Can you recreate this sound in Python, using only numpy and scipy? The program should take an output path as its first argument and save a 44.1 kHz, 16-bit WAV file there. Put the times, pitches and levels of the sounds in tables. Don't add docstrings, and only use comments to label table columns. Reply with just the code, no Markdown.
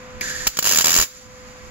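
import sys
import numpy as np
from scipy import signal
from scipy.fft import rfft, irfft
from scipy.io import wavfile
from scipy.ndimage import uniform_filter1d, map_coordinates

SR = 44100
rng = np.random.default_rng(int(sys.argv[2]) if len(sys.argv) > 2 else 0)


def magnitude_from_level(level_db):
    exponent = np.asarray(level_db, float) / 20
    return 10 ** exponent


def digitize_waveform(pressure):
    field = np.atleast_2d(pressure).T
    bounded = np.clip(field, -1, 1)
    quanta = np.round(bounded * 32767).astype(np.int16)
    wavfile.write(sys.argv[1], SR, quanta)


N = 74970
T = np.arange(N) / SR
FFT_SIZE = 2 ** 17
F = np.arange(FFT_SIZE // 2 + 1) * SR / FFT_SIZE


def unit(x):
    return x / np.sqrt(np.mean(x ** 2))


def curve(table):
    return magnitude_from_level(np.interp(T, *np.array(table).T))


def shape(table):
    hz, db = np.array(table).T
    return np.interp(np.log(F + 1), np.log(hz), db)


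def bumps(table):
    return sum(db / (1 + ((F - hz) / (width_hz / 2)) ** 4) for hz, width_hz, db in table)


def colour(x, response_db):
    cepstrum = irfft(response_db * np.log(10) / 20)
    cepstrum[1:FFT_SIZE // 2] *= 2
    cepstrum[FFT_SIZE // 2 + 1:] = 0
    return irfft(rfft(x, FFT_SIZE) * np.exp(rfft(cepstrum)))[..., :N]


def walk(rate_hz):
    span = int(SR / rate_hz)
    noise = rng.standard_normal(N + 2 * span)
    smooth = uniform_filter1d(uniform_filter1d(noise, span), span)
    return unit(smooth[span:span + N])


def pair(shared, size=N):
    noise = rng.standard_normal((3, size))
    return np.sqrt(shared) * noise[0] + np.sqrt(1 - shared) * noise[1:]


def fade(age_s, t60_s):
    return (age_s >= 0) * np.exp(-np.log(1000) * np.maximum(age_s, 0) / t60_s)


def ring(hz, age_s, t60_s):
    return np.sin(2 * np.pi * hz * age_s) * fade(age_s, t60_s)


def fan():
    # multiple of the pitch, left level in dB, right level in dB, right lead in turns.
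    fan_tones = [
        (1, -38.5, -42.5, 0),
        (2, -46, -51, .42),
        (2.33, -54, -66, .2),
        (3, -56, -60, .3),
        (.435, -51, -51, 0),
        (.478, -53, -52, 0),
    ]
    pitch_hz = 504.8 + 0.57 * walk(10)
    turns = np.cumsum(pitch_hz) / SR
    hum = np.zeros((2, N))
    for multiple, left_db, right_db, lead_turns in fan_tones:
        phase_turns = multiple * turns + np.array([[0], [lead_turns]])
        hum += np.sqrt(2) * magnitude_from_level([[left_db], [right_db]]) * np.sin(2 * np.pi * phase_turns)
    return hum * magnitude_from_level(0.8 * walk(6.5))


def shop_air():
    air_spectrum = shape([(20, -14), (230, -3.5), (400, -16), (1200, -5.5), (2400, -10.5), (2900, -15.5),
                          (7000, -32.5), (16000, -52.5)])
    shared_hz, level_db = 1220, -39.5
    low_db = -20 * np.log10(1 + (F / shared_hz) ** 2)
    high_db = 20 * np.log10(1.001 - magnitude_from_level(low_db))
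    air = colour(pair(0.91), air_spectrum + low_db) + colour(pair(0.28), air_spectrum + high_db)
    return unit(air) * magnitude_from_level(level_db + 0.65 * walk(2))


def draught():
    # start in seconds, level in dB, frequency in Hz.
    air_thumps = [
        (.472, -6, 45),
        (.875, -14, 50),
        (.988, 2, 48),
    ]
    rumble_hz, rumble_db, gust_db, gusts_per_s, left_db = 62, -37.5, 2.5, 14, -12
    low_pass_db = -20 * np.log10(1 + (F / rumble_hz) ** 2)
    high_pass_db = -20 * np.log10(1 + (35 / (F + 1)) ** 2)
    rumble = unit(colour(pair(0.26), low_pass_db + high_pass_db))
    rumble = rumble * magnitude_from_level(rumble_db + gust_db * walk(gusts_per_s))
    thumps = sum(-magnitude_from_level(db) * ring(hz, T - at_s, 0.11) for at_s, db, hz in air_thumps)
    return (rumble + thumps) * magnitude_from_level([[left_db], [0]])


def gas():
    # time in seconds, level in dB.
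    gas_flow = [
        (.207, -50),
        (.212, -27),
        (.28, -26.5),
        (.455, -30.5),
        (.55, -22.5),
        (1.05, -30),
        (1.16, -32),
        (1.3, -41.5),
        (1.7, -44.5),
    ]
    # frequency in Hz, level in dB.
    gas_colour = [(200, -0.5), (900, -12.5), (1500, 3), (2500, -4.5), (5000, 0), (7000, -1.5), (11000, -9),
                  (16000, -21)]
    hose_hz, hose_width_hz, hose_db = 1730, 190, -4
    hose_starts_s, hose_ends_s = 0.21, 0.47
    hiss = unit(colour(pair(0.5), shape(gas_colour))) * magnitude_from_level(0.8 * walk(40))
    whistle_db = -40 + bumps([(hose_hz, hose_width_hz * 3, 40)])
    hose = unit(colour(pair(0.7), whistle_db)) * magnitude_from_level(1.2 * walk(60))
    hose = hose * np.clip((T - hose_starts_s) / 0.027, 0, 1) * np.clip((hose_ends_s - T) / 0.0095, 0, 1)
    return curve(gas_flow) * (hiss + magnitude_from_level(hose_db) * hose)


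def valve():
    # start in seconds, frequency in Hz, level in dB, T60 in seconds.
    valve_rings = [
        (.2095, 12000, -14, .014),
        (.2108, 2200, -11, .014),
        (.2147, 2000, -14, .022),
        (.2149, 2450, -17, .022),
        (.211, 4900, -20, .02),
        (.2165, 400, -28, .02),
        (.2298, 2000, -22, .012),
        (.2125, 230, -26, .04),
    ]
    snap_at_s, snap_db, snap_t60_s = 0.2095, -29, 0.06
    rings = np.zeros(N)
    for at_s, hz, db, t60_s in valve_rings:
        onset = np.clip((T - at_s) / 0.0003, 0, 1)
        rings += magnitude_from_level(db) * ring(hz, T - at_s, t60_s) * onset
    return rings + magnitude_from_level(snap_db) * pair(0.43) * fade(T - snap_at_s, snap_t60_s)


def arc():
    # start in seconds, peak in dB, thud in dB.
    strike_breaks = [(0.4685, -12.6, -3.0), (0.5699, -18.5, -2.0), (0.5884, -12.2, 2.0),
                     (0.6254, -16.4, -1.0), (0.6427, -16.0, -6.2), (0.6526, -14.4, -0.2),
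                     (0.6602, -15.8, -3.3), (0.671, -12.6, -1.4), (0.6802, -16.1, -8.3),
                     (0.6903, -13.8, -4.0), (0.7001, -16.7, -4.8), (0.7111, -11.8, -7.2),
                     (0.7219, -15.6, -2.6), (0.733, -13.9, 0.5), (0.7466, -14.6, -3.3),
                     (0.7582, -12.1, -2.2), (0.7718, -13.4, -4.6), (0.785, -11.5, 1.5),
                     (0.7959, -15.4, -5.4), (0.8082, -12.7, 0.6), (0.819, -17.5, -3.5)]
    # start in seconds, peak in dB, thud in dB.
    burn_breaks = [(0.8428, -11.2, 0.7), (0.8557, -11.4, 0.3), (0.8679, -12.2, 1.4), (0.8807, -12.8, 0.0),
                   (0.8929, -12.2, 1.4), (0.9043, -15.3, -3.5), (0.915, -15.3, -2.5), (0.9279, -16.1, -1.5),
                   (0.9398, -13.9, -0.6), (0.9504, -14.5, -4.5), (0.962, -11.3, -1.2),
                   (0.9736, -12.4, -3.4), (0.9855, -13.5, 3.7), (0.9982, -12.4, 3.4), (1.0114, -13.4, -2.1),
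                   (1.0233, -14.3, -0.8), (1.032, -20.6, -10.0)]
    # frequency in Hz, level in dB.
    arc_colour = [(60, -5.5), (180, 3), (700, -1.5), (1500, 4), (3000, 2), (6000, 2), (11000, -3),
                  (16000, -2.5)]
    crack_db, click_s = 27, 4e-5
    thud_hz, thud_db, thud_t60_s = 1100, -6.5, 0.003
    fizz_db, fizz_low_db, fizz_grain_db, fizz_shared = -13, -9, 1.5, 0.45
    first_hold_s, hold_s, fizz_t60_s = 0.009, 0.003, 0.012
    after_db, after_t60_s = -4.5, 0.085
    spatter = colour(pair(fizz_shared), fizz_low_db / (1 + (F / 2500) ** 2))
    spatter = spatter * magnitude_from_level(fizz_grain_db * walk(1500))
    cracks = np.zeros((2, N))
    for k, (at_s, peak_db, sheet_db) in enumerate(list(strike_breaks) + list(burn_breaks)):
        near = slice(int(at_s * SR) - 20, int(at_s * SR) + 4000)
        age_s = T[near] - at_s - 0.0002
        click = -age_s / click_s * np.exp(-(age_s / click_s) ** 2)
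        thud = magnitude_from_level(sheet_db + thud_db) * ring(thud_hz, age_s, thud_t60_s)
        late_s = np.maximum(age_s - (hold_s if k else first_hold_s), 0)
        decay = fade(late_s, fizz_t60_s) + magnitude_from_level(after_db) * fade(late_s, after_t60_s)
        fizz = magnitude_from_level(fizz_db) * spatter[:, near] * (age_s > 0) * decay
        cracks[:, near] += magnitude_from_level(peak_db + crack_db) * (click + thud + fizz)
    return colour(cracks, shape(arc_colour))


def garage(x):
    early_db, early_t60_s, room_db, room_t60_s = -11, 0.012, -19, 0.25
    age_s = T[:SR // 2]
    early = pair(0.6, len(age_s)) * fade(age_s - 0.0003, early_t60_s)
    room = pair(0.4, len(age_s)) * fade(age_s, room_t60_s) * np.clip(age_s / 0.024, 0, 1)

    def unit_energy(response):
        return response / np.sqrt(np.mean(np.sum(response ** 2, axis=1)))

    echo = magnitude_from_level(early_db) * unit_energy(early) + magnitude_from_level(room_db) * unit_energy(room)
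    return x + signal.fftconvolve(x, echo, axes=1)[:, :N]


def scene():
    return fan() + shop_air() + draught() + gas() + garage(valve() + arc())


def band_limit(x):
    return signal.sosfilt(signal.butter(12, 16800, fs=SR, output="sos"), x)


def record(dry):
    # resonance or dip in Hz, width in Hz, level in dB.
    left_port = [(4800, 900, 4), (6200, 900, 7), (8800, 1300, -19), (11800, 1400, 6), (12750, 400, -14),
                 (15600, 500, 9), (2000, 700, -3), (1100, 700, 1.5)]
    # resonance or dip in Hz, width in Hz, level in dB.
    right_port = [(6800, 300, 13), (7170, 300, 16), (8850, 1150, -60), (10150, 400, -22), (10650, 250, -14),
                  (12650, 250, -16), (14600, 600, 5), (15550, 400, 9), (900, 250, -4), (600, 350, 2.5),
                  (2000, 900, 4), (4850, 250, 4)]
    # time in seconds, gain in dB.
    gain_control = [
        (.4665, 0),
        (.4685, -11),
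        (.48, -14),
        (1.06, -14),
        (1.16, -9.5),
        (1.28, -7),
        (1.45, -4),
        (1.7, -3),
    ]
    top_hz, left_lag_s, ports_db = 15800, 0.0001, -4
    top_cut_db = -45 / (1 + np.exp((top_hz - F) / 40))
    left = colour(dry[0], bumps(left_port) + top_cut_db)
    left = map_coordinates(left, [(T - left_lag_s) * SR], mode="nearest")
    right = colour(dry[1], bumps(right_port) + top_cut_db)
    mix = np.array([left, right]) * magnitude_from_level(ports_db) * curve(gain_control)
    return band_limit(np.clip(mix, -1, 1))


dry = scene()
out = record(dry)
digitize_waveform(out)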